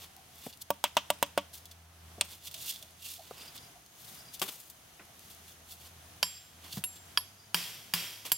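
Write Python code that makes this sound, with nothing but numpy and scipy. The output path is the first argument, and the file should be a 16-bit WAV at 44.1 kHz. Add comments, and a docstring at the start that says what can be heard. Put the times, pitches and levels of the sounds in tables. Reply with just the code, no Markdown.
"""A far engine drones, insects hiss and birds call faintly while a bricklayer works on bare earth.
Shoes scuff, then six taps bed a brick, each impact damped by the mortar; a seventh follows at 2.2 s.
The trowel scrapes wet grit, friction making its blade sing, and is stuck into the heap at 4.4 s.
From 6.2 s a steel blade chops six times at a hand-held brick and rings in its free modes,
while the engine speeds up."""
import sys
import numpy as np
from scipy import signal
from scipy.fft import rfft, irfft, next_fast_len
from scipy.io import wavfile
from scipy.ndimage import uniform_filter1d

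SR = 44100
rng = np.random.default_rng(int(sys.argv[2]) if len(sys.argv) > 2 else 0)


def store_wav(level_fs):
    """Save 16-bit WAV to argv[1]."""
    pcm = np.round(np.clip(np.atleast_2d(level_fs), -1, 1) * 32767)
    wavfile.write(sys.argv[1], SR, pcm.T.astype(np.int16))


N = 369116
TIME = np.arange(N) / SR
T = np.arange(SR * 3 // 5) / SR  # time within one short event


def undb(db):
    """Amplitude ratio from decibels."""
    return 10 ** (np.asarray(db) / 20)

def level(x, db):
    """Scaling to an rms level."""
    return x * undb(db) / np.sqrt(np.mean(x ** 2))

def blow(x, db):
    """Exposure level: the energy of 10 ms of sound at this rms level."""
    return level(x, db) * np.sqrt(SR / 100 / x.shape[-1])

def fade(t60):
    """Exponential decay, 60 dB in t60 seconds."""
    return np.exp(-np.log(1000) * T / t60)

def colour(x, points):
    """Minimum-phase filter through (f/Hz, gain/dB) points, by folding the cepstrum."""
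    size = 2 * next_fast_len(x.shape[-1])
    hz, db = np.transpose(points)
    bins_hz = np.arange(size // 2 + 1) * SR / size
    gain_db = np.interp(np.log(bins_hz + 1), np.log(hz), db)
    cepstrum = irfft(np.log(undb(gain_db)))[:size // 2]
    cepstrum[1:] *= 2
    return irfft(rfft(x, size) * np.exp(rfft(cepstrum, size)), size)[..., :x.shape[-1]]

def band(x, hz, width_hz):
    """Second-order resonance."""
    return signal.lfilter(*signal.iirpeak(hz, hz / width_hz, fs=SR), x)

def narrow(x, hz, width_hz):
    """Two equal resonances in cascade."""
    return band(band(x, hz, width_hz), hz, width_hz)

def ring(modes, scatter, pitch=1):
    """Modal superposition: damped sinusoids, a little different at each blow."""
    return sum(undb(db + rng.normal()) * fade(t60) * rng.choice([-1, 1])
               * np.sin(2 * np.pi * hz * pitch * (1 + scatter * rng.normal()) * T)
               for hz, db, t60 in modes)

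def widen(pair, side_db):
    """Mid-side stereo from two uncorrelated signals."""
    return pair[0] + undb(side_db) * pair[1] * np.array([[1], [-1]])

def burst(points, t60, side_db=-12):
    """Densely overlapping modes act as decaying noise with a sharp front."""
    noise = widen(rng.standard_normal((2, len(T))), side_db)
    return colour(noise * (fade(t60) + 0.57 * fade(0.0066)), points)

def grains(size, per_s, spread_db):
    """Shot noise: sand grains click at random with unequal strength."""
    shape = (2, size)
    strength = undb(spread_db * np.minimum(rng.exponential(size=shape), 4))
    hits = rng.random(shape) < per_s / SR
    return widen(hits * strength * rng.choice([-1, 1], shape), side_db=-9)

def drift(per_s):
    """Smooth random modulation with a spread near 1."""
    step = int(SR / per_s)
    return uniform_filter1d(np.repeat(rng.standard_normal(N // step + 1), step), step)[:N]

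def add(out, s, x, pan_db=0):
    """Amplitude panning: x enters at time s; pan is left minus right level."""
    start = int(s * SR)
    x = x[..., max(-start, 0):N - start]
    start = max(start, 0)
    out[:, start:start + x.shape[-1]] += x * undb(np.array([[pan_db], [-pan_db]]) / 2)


# spectrum of open air: f/Hz, gain/dB
AIR_SPECTRUM = [(15, -37), (25, -22), (53, -15.5), (92, -4), (317, -16), (575, -19.5), (695, -12),
                (840, -17.5), (2760, -20.5), (2990, -18.5), (4490, -22.5), (6380, -21.5), (6920, -26),
                (11000, -22.5), (16000, -29)]

def air():
    """Distant rumble and leaf hiss: partly coherent noise, wider in the treble."""
    mid, side = (colour(rng.standard_normal(N), AIR_SPECTRUM) for _ in range(2))
    mid = mid - 0.86 * band(mid, 92, 22)  # the rumble is thin around the engine note
    side = colour(side, [(100, -18), (700, -1), (3000, -2), (10000, -2)])
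    return level(widen((mid, side), side_db=0), -56.5) * undb(2 * drift(4))

def insects():
    """A chorus merges into narrow-band noise, which swells after 2.1 s."""
    chorus = level(narrow(rng.standard_normal((2, N)), 6540, 350), -71)
    return chorus * undb(2 * drift(9)) * np.interp(TIME, [2.1, 2.4], [0.3, 1])

# swell of the far engine: t/s, relative level/dB
ENGINE_SWELL = [(0.0, -63), (0.16, -70.5), (2.14, -56), (2.56, -68.5), (3.38, -65.5), (3.96, -83),
                (5.52, -66), (5.97, -58.5), (6.5, -69.5), (6.57, -61), (8.37, -68)]
IDLE_HZ, WORK_HZ, REV_SPAN_S = 83.5, 104, (6.7, 7.7)

def engine():
    """Periodic firing gives a wavering fundamental and weak octave over a mechanical rush."""
    hz = np.interp(TIME, REV_SPAN_S, [IDLE_HZ, WORK_HZ]) * (1 + 0.0254 * drift(25))
    phase = 2 * np.pi * np.cumsum(hz) / SR
    note = level(np.sin(phase) + undb(-12.5) * np.sin(2 * phase), 0) * undb(1.7 * drift(22))
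    rush = level(band(rng.standard_normal(N), 790, 600), -10.5)
    return (note + rush) * undb(np.interp(TIME, *np.transpose(ENGINE_SWELL)) - 0.5)

# spectra of grit under steel, fine sand and coarse lumps: f/Hz, gain/dB
GRIT_SPECTRUM = [(500, -33), (1800, -15.5), (2600, -6.5), (3400, 2), (4400, -1), (6500, -4.5), (9000, -9.5),
                 (16000, -24)]
FINE_SPECTRUM = [(1000, -39), (4000, -3.5), (7500, -3), (10000, -1.5), (14000, 1), (16000, -4)]
LUMP_SPECTRUM = [(80, -26), (170, -2.5), (350, -2.5), (600, -5), (1100, -2), (1700, -7.5), (3000, 0.5),
                 (5000, -12), (14000, -17.5)]
# where the hand works: t/s, pan/dB
HAND_PATH = [(1.8, 0), (2.3, -1.3), (3.5, -2.5), (4.1, 3.5), (4.45, 2.5), (5, 1), (6.7, -2), (8.3, -2)]

def rubbed_sand(pushes):
    """Granular friction: shot noise of grit, fine sand and lumps swells and dies with each push."""
    grit = colour(grains(N, per_s=3000, spread_db=2.5), GRIT_SPECTRUM)
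    # the trowel's damped modes come and go as its pressure shifts
    grit = grit + sum(band(grit, hz, 140) * undb(5.5 * drift(14)) for hz in (2800, 3480, 4430))
    grit = level(grit, -2.2) * undb(2 * drift(90))
    fine = level(colour(grains(N, per_s=13000, spread_db=4), FINE_SPECTRUM), -1)
    lumps = level(colour(grains(N, per_s=5500, spread_db=2), LUMP_SPECTRUM), -0.36)
    envelopes = np.zeros((3, 2, N))
    for s, rise, fall, *levels_db in pushes:
        before_peak = np.maximum(2 * rise - T, 0) / rise
        after_peak = np.maximum(T - 2 * rise, 0) / fall
        swell = np.exp(-2 * before_peak ** 1.49 - 2 * after_peak ** 1.21)
        pan_db = np.interp(s, *np.transpose(HAND_PATH))
        for envelope, db in zip(envelopes, levels_db):
            add(envelope, s - 2 * rise, swell * undb(db), pan_db)
    return np.sum(envelopes * [grit, fine, lumps], axis=0) * undb(2.3 * drift(140))

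# trowel strokes in wet sand, and at 8.254 s the blade rubbing on the brick: peak t/s, rise/s, fall/s, grit/dB,
# fine sand/dB, lumps/dB
TROWEL_STROKES = [(.04, 0.096, 0.043, -49, -49.5, -52), (1.54, 0.012, .056, -48.5, -43.5, -66),
                  (2.33, 0.072, 0.065, -52, -49.5, -56.5), (2.48, 0.059, 0.011, -45, -44, -60),
                  (2.65, 0.15, 0.2, -44, -43.5, -61), (2.703, 0.038, 0.019, -37.5, -36, -70),
                  (3.08, 0.086, 0.15, -44, -42, -58.5), (3.43, 0.23, 0.14, -55, -53, -53),
                  (3.565, 0.023, 0.011, -46, -45, -53), (4.09, 0.17, 0.21, -59, -50, -72),
                  (4.342, 0.018, 0.047, -47.5, -44, -71), (8.254, 0.0053, 0.058, -41, -39, -40.5)]
# the edge catches on a pebble: t/s, grit/dB, fine sand/dB
PEBBLE_CATCHES = [(.528, -44, -58), (1.656, -47, -45), (1.713, -44, -46.5), (2.513, -45, -50),
                  (2.542, -34, -40), (2.76, -43, -53), (2.826, -41, -46), (3.086, -48, -53),
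                  (3.41, -45, -62), (3.577, -38.5, -63), (4.396, -42, -36.5), (4.601, -55, -47),
                  (4.7, -56, -41.5), (6.727, -39.5, -50)]

def trowel_pushes(slip_rise_s=0.0013, slip_fall_s=0.013):
    """Stick-slip: smooth strokes are broken by abrupt pushes as the edge slips free."""
    return TROWEL_STROKES + [(s, slip_rise_s, slip_fall_s, grit_db, fine_db, -np.inf)
                             for s, grit_db, fine_db in PEBBLE_CATCHES]

# far bird calls: t/s, f/Hz, level/dB
BIRD_CALLS = [(.18, 764, -58), (2.56, 650, -61.5), (2.84, 630, -61.5), (3.208, 720, -53), (3.769, 733, -59),
              (5.09, 720, -60.5)]

def birds():
    """Calls smeared by distance: narrow-band noise under Gaussian envelopes."""
    return sum(level(narrow(rng.standard_normal(N), hz, 130), db) * np.exp(-((TIME - s) / 0.021) ** 2)
               for s, hz, db in BIRD_CALLS)

# a shoe shifts on sandy earth: peak t/s, length/s, mean of grit and fine sand/dB, lumps/dB
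SHOE_SCUFFS = [(0.47, 0.23, -50.5, -58), (.622, 0.024, -41.5, -66), (5.311, 0.23, -55, -73),
               (5.503, 0.17, -57, -71), (5.724, 0.091, -47.5, -76), (5.863, 0.15, -52.5, -57.5),
               (6.668, 0.13, -57, -50.5), (6.77, 0.13, -44.5, -61), (6.967, .08, -54.5, -62)]

def shoe_pushes(rise_share=0.65, tilt_db=1.5):
    """Sliding friction under a sole builds slowly and favours the fine sand."""
    return [(s, length * rise_share, length * (1 - rise_share), db - tilt_db, db + tilt_db, lumps_db)
            for s, length, db, lumps_db in SHOE_SCUFFS]

# footfalls and bricks set down: t/s, level/dB, T60/s, upper edge f/Hz
EARTH_THUDS = [(.464, -38.5, 0.038, 950), (2.182, -46.5, 0.081, 800), (3.31, -42, 0.059, 1430),
               (4.995, -48.5, 0.18, 2600), (6.736, -48.5, 0.047, 200), (6.771, -33, 0.09, 202)]

def thuds():
    """Soft impacts on earth: a long contact excites mainly low frequencies."""
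    out = np.zeros((2, N))
    for s, db, t60, edge_hz in EARTH_THUDS:
        spectrum = [(60, -22), (150, 0), (edge_hz, -2), (1.25 * edge_hz, -18), (12000, -45)]
        add(out, s, blow(burst(spectrum, t60, side_db=-37), db))
    return out

def crumbs():
    """Tiny impacts radiate treble: bits of dry mortar tick on the ground at random."""
    out = np.zeros((2, N))
    for when, size, side in rng.random((24, 3)):
        tick = blow(burst(FINE_SPECTRUM, t60=0.011), -62 + 9 * size)
        add(out, when * N / SR, tick, pan_db=6 * (side - 0.5))
    return out

# taps that bed a brick: t/s, thud/dB, clack/dB, clack T60/s, tick/dB, tick upper edge f/Hz
BRICK_TAPS = [(.7042, -24.5, -35, 0.027, -30.5, 17000), (0.84, -27, -27, 0.092, -27, 11600),
              (0.9684, -22.5, -23, 0.062, -33.5, 12000), (1.1025, -25.5, -28, 0.026, -27.5, 12900),
              (1.227, -23.5, -29, 0.057, -27, 12800), (1.3766, -22.5, -29.5, 0.065, -33.5, 11800),
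              (2.2106, -38.5, -30, 0.048, -23.5, 8600)]
# modes of the brick in its mortar: f/Hz, level/dB, T60/s
BED_MODES = [(199, -21, 0.13), (288.8, -18, 0.1), (578, -5, 0.062), (674, -1.5, 0.024), (933, 2.5, 0.022),
             (965, -3.5, 0.043), (1149, -12, 0.068), (1430, -8, 0.018)]
# spectra of hard contact on fired clay and of its sharp tick: f/Hz, gain/dB
CLACK_SPECTRUM = [(120, -51), (400, -18.5), (750, -4.5), (1200, -2.5), (1800, -6), (2500, 0.5), (3200, 4.5),
                  (4200, -9.5), (5200, -10), (7000, -13), (9000, -22.5), (16000, -19.5)]
TICK_SPECTRUM = [(1000, -17), (3500, 2), (6200, -7), (8000, 0), (8900, 6.5), (9700, -8), (12000, -3),
                 (14200, 6.5), (16000, 5)]

def taps():
    """Damped impact: each tap ticks, clacks on the clay and thuds into the lossy mortar."""
    out = np.zeros((2, N))
    for s, thud_db, clack_db, clack_t60, tick_db, edge_hz in BRICK_TAPS:
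        thud = colour(ring(BED_MODES, scatter=0.011), [(150, -5), (400, -7), (620, -1)])
        clack = blow(burst(CLACK_SPECTRUM, clack_t60), clack_db)
        tail = blow(burst(CLACK_SPECTRUM, t60=0.39), clack_db - 19)
        # a blunter contact loses the top of its tick
        tick = signal.lfilter(*signal.butter(3, edge_hz, fs=SR), burst(TICK_SPECTRUM, t60=0.025))
        add(out, s, blow(thud, thud_db) + clack + tail + blow(tick, tick_db), pan_db=-0.3)
    return out

def mortar_pushes(delay_s=0.037, rise_s=0.008, fall_s=0.021):
    """Plastic flow: just after each tap, mortar squeezes from the joint."""
    return [(s + delay_s, rise_s, fall_s, tick_db - 40, tick_db - 28, tick_db - 30.5)
            for s, *_, tick_db, edge_hz in BRICK_TAPS]

# the dragged blade sings: t/s, half length/s, level/dB
BLADE_SINGS = [(3.418, .055, -52), (3.623, 0.058, -64), (4.235, 0.083, -62), (6.375, 0.024, -48.5),
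               (7.41, .06, -61.5)]

def singing():
    """Forced vibration: dragging grit excites two modes of the blade."""
    rub = rng.standard_normal(N)
    lower = level(band(band(rub, 4810, 83), 4814, 83), 0)
    upper = level(narrow(rub, 5330, 120), -5.5)
    swells = sum(undb(db) * np.exp(-((TIME - s) / half) ** 2) for s, half, db in BLADE_SINGS)
    return (lower + upper) * undb(5 * drift(27.96)) * swells

STAB_S = 4.417
# the trowel enters the heap: delay/s, rise/s, fall/s, grit/dB, fine sand/dB, lumps/dB
STAB_STAGES = [(0, 0.00092, 0.013, -32, -28.5, -28), (.009, 0.0048, 0.038, -48, -32, -34.5),
               (.073, 0.028, 0.027, -44.5, -46, -48.5), (.11, 0.083, 0.24, -66, -48.5, -58)]

def stab_pushes():
    """Granular drag: the trowel hits, sinks in and tips over, then sand trickles."""
    return [(STAB_S + delay, *push) for delay, *push in STAB_STAGES]

# modes of the trowel in the heap: f/Hz, level/dB, T60/s
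HEAP_MODES = [(189, -6.5, 0.082), (391, -4, 0.12), (780, -2, 0.086), (1155, -1, 0.093)]

def heap_knock():
    """Impulse response: low, damped modes give a hollow knock as the trowel enters."""
    out = np.zeros((2, N))
    add(out, STAB_S, blow(ring(HEAP_MODES, scatter=0.01), -34), pan_db=-1)
    return out

# blade on a held brick: t/s, crack/dB, tick/dB, clank/dB, clank pitch ratio, brick/dB,
# bend/dB, twist/dB, edge/dB, level of the blade's flutter and sand sizzle/dB, pan/dB
BLADE_CHOPS = [(6.2284, -24.5, -34.5, -25.5, 0.99, -42, -30.5, -36, -34, -48, -2.5),
               (6.839, -40, -36, -45, 0.9, -37, -62, -40.5, -30.5, -71, -1),
               (7.174, -30, -38, -21.5, 1, -45, -58, -70, -32.5, -59, -2),
               (7.5445, -25.5, -27, -29, 0.99, -56, -51, -54, -46, -36.5, 0),
               (7.9373, -29, -26.5, -30, 1, -56, -63, -63, -40, -36, -0.5),
               (8.318, -30, -19.5, -33, 0.96, -41, -38.5, -35.5, -30.5, -53, -2)]
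# modes of blade and brick in contact, of the brick, and of the free blade: f/Hz, level/dB, T60/s
CLANK_MODES = [(1006, -11, 0.08), (1105, -4, 0.03), (1510, -10, 0.017), (1726, -6.5, 0.041),
               (2860, -20, 0.064), (3257, 2.5, 0.024), (3226, -3, 0.04), (4360, -12, 0.047),
               (4780, 2.5, 0.04), (5340, -1.5, 0.033)]
BRICK_MODES = [(2750, -2, 0.058), (3690, -7, 0.055), (8620, -1.5, 0.038)]
BEND_MODES = [(990, -46, .22), (3250, -9, 0.44), (4783, 3, 0.23), (5400, 11, 0.075), (5600, 6, 0.034)]
TWIST_MODES = [(7450, 0, 0.57)]
EDGE_MODES = [(9300, -2, 0.085), (11260, 1.5, 0.19), (13800, -15, 0.063), (15663, -10, .07)]
# spectrum of sand shaken by the blade: f/Hz, gain/dB
SIZZLE_SPECTRUM = [(200, -9), (700, -7), (1300, -5), (2200, 0.5), (3200, 4), (4000, -1), (5300, -1),
                   (6500, -5.5), (9500, -7), (13500, -4), (16000, -14)]
FLUTTER_HZ = 172

def chops():
    """Free vibration after impact: the blade cracks on the brick, rings and flutters on loose sand."""
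    out = np.zeros((2, N))
    tick_spectrum = [(1000, -19), (5000, -12), (7500, -8), (10500, -4), (13600, 0), (16000, -2.5)]
    blade_modes = [BEND_MODES, TWIST_MODES, EDGE_MODES]
    swing = np.sin(2 * np.pi * FLUTTER_HZ * T)
    for s, crack_db, tick_db, clank_db, pitch, brick_db, *blade_db, flutter_db, pan_db in BLADE_CHOPS:
        tick = blow(burst(tick_spectrum, t60=0.053), tick_db)
        crack = blow(burst(CLACK_SPECTRUM, t60=0.027), crack_db)
        clank = blow(ring(CLANK_MODES, scatter=0.0034, pitch=pitch), clank_db)
        brick = blow(ring(BRICK_MODES, scatter=0.0047), brick_db)
        steel = sum(blow(ring(modes, scatter=0), db) for modes, db in zip(blade_modes, blade_db))
        flutter = blow(swing * fade(0.31), flutter_db - 2)
        # every swing shakes the sand, and the sand rings the blade again
        sand = colour(grains(len(T), per_s=12000, spread_db=-3) * (1 + 0.093 * swing), SIZZLE_SPECTRUM)
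        sand = sand + 1.6 * sum(band(sand, hz, hz / 90) for modes in blade_modes for hz, *_ in modes)
        sizzle = level(sand, flutter_db + 3) * fade(0.88) * (1 - 0.48 * fade(0.072))
        add(out, s, tick + crack + clank + brick + steel + flutter + sizzle, pan_db)
    return out

def yard(x):
    """Radiation and scattering: small objects give no deep bass; walls and bushes return a faint tail."""
    x = signal.sosfilt(signal.butter(3, 105, "highpass", fs=SR, output="sos"), x)
    echoes = rng.standard_normal((2, len(T))) * fade(0.35) * (1 - fade(0.038))
    tail = colour(echoes, [(200, -9), (3200, -4), (6000, 2), (12000, -10.5)])
    return x + undb(-22.5) * signal.fftconvolve(x, tail / np.linalg.norm(tail[0]), axes=1)[:, :N]

def scene():
    """Superposition of the work in the yard and the distant background."""
    pushes = trowel_pushes() + shoe_pushes() + mortar_pushes() + stab_pushes()
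    work = taps() + chops() + rubbed_sand(pushes) + thuds() + heap_knock() + crumbs() + singing()
    return yard(work) + engine() + birds() + air() + insects()

def record(dry):
    """Time of arrival: sound reaches the left port a moment late; the top is cut steeply."""
    lag_s, top_hz = 6e-6, 16000
    hz = np.arange(N // 2 + 1) * SR / N
    left = irfft(rfft(dry[0]) * np.exp(-2j * np.pi * hz * lag_s), N)
    return signal.sosfilt(signal.ellip(10, 0.2, 70, top_hz, fs=SR, output="sos"), [left, dry[1]])


dry = scene()
out = record(dry)
store_wav(out)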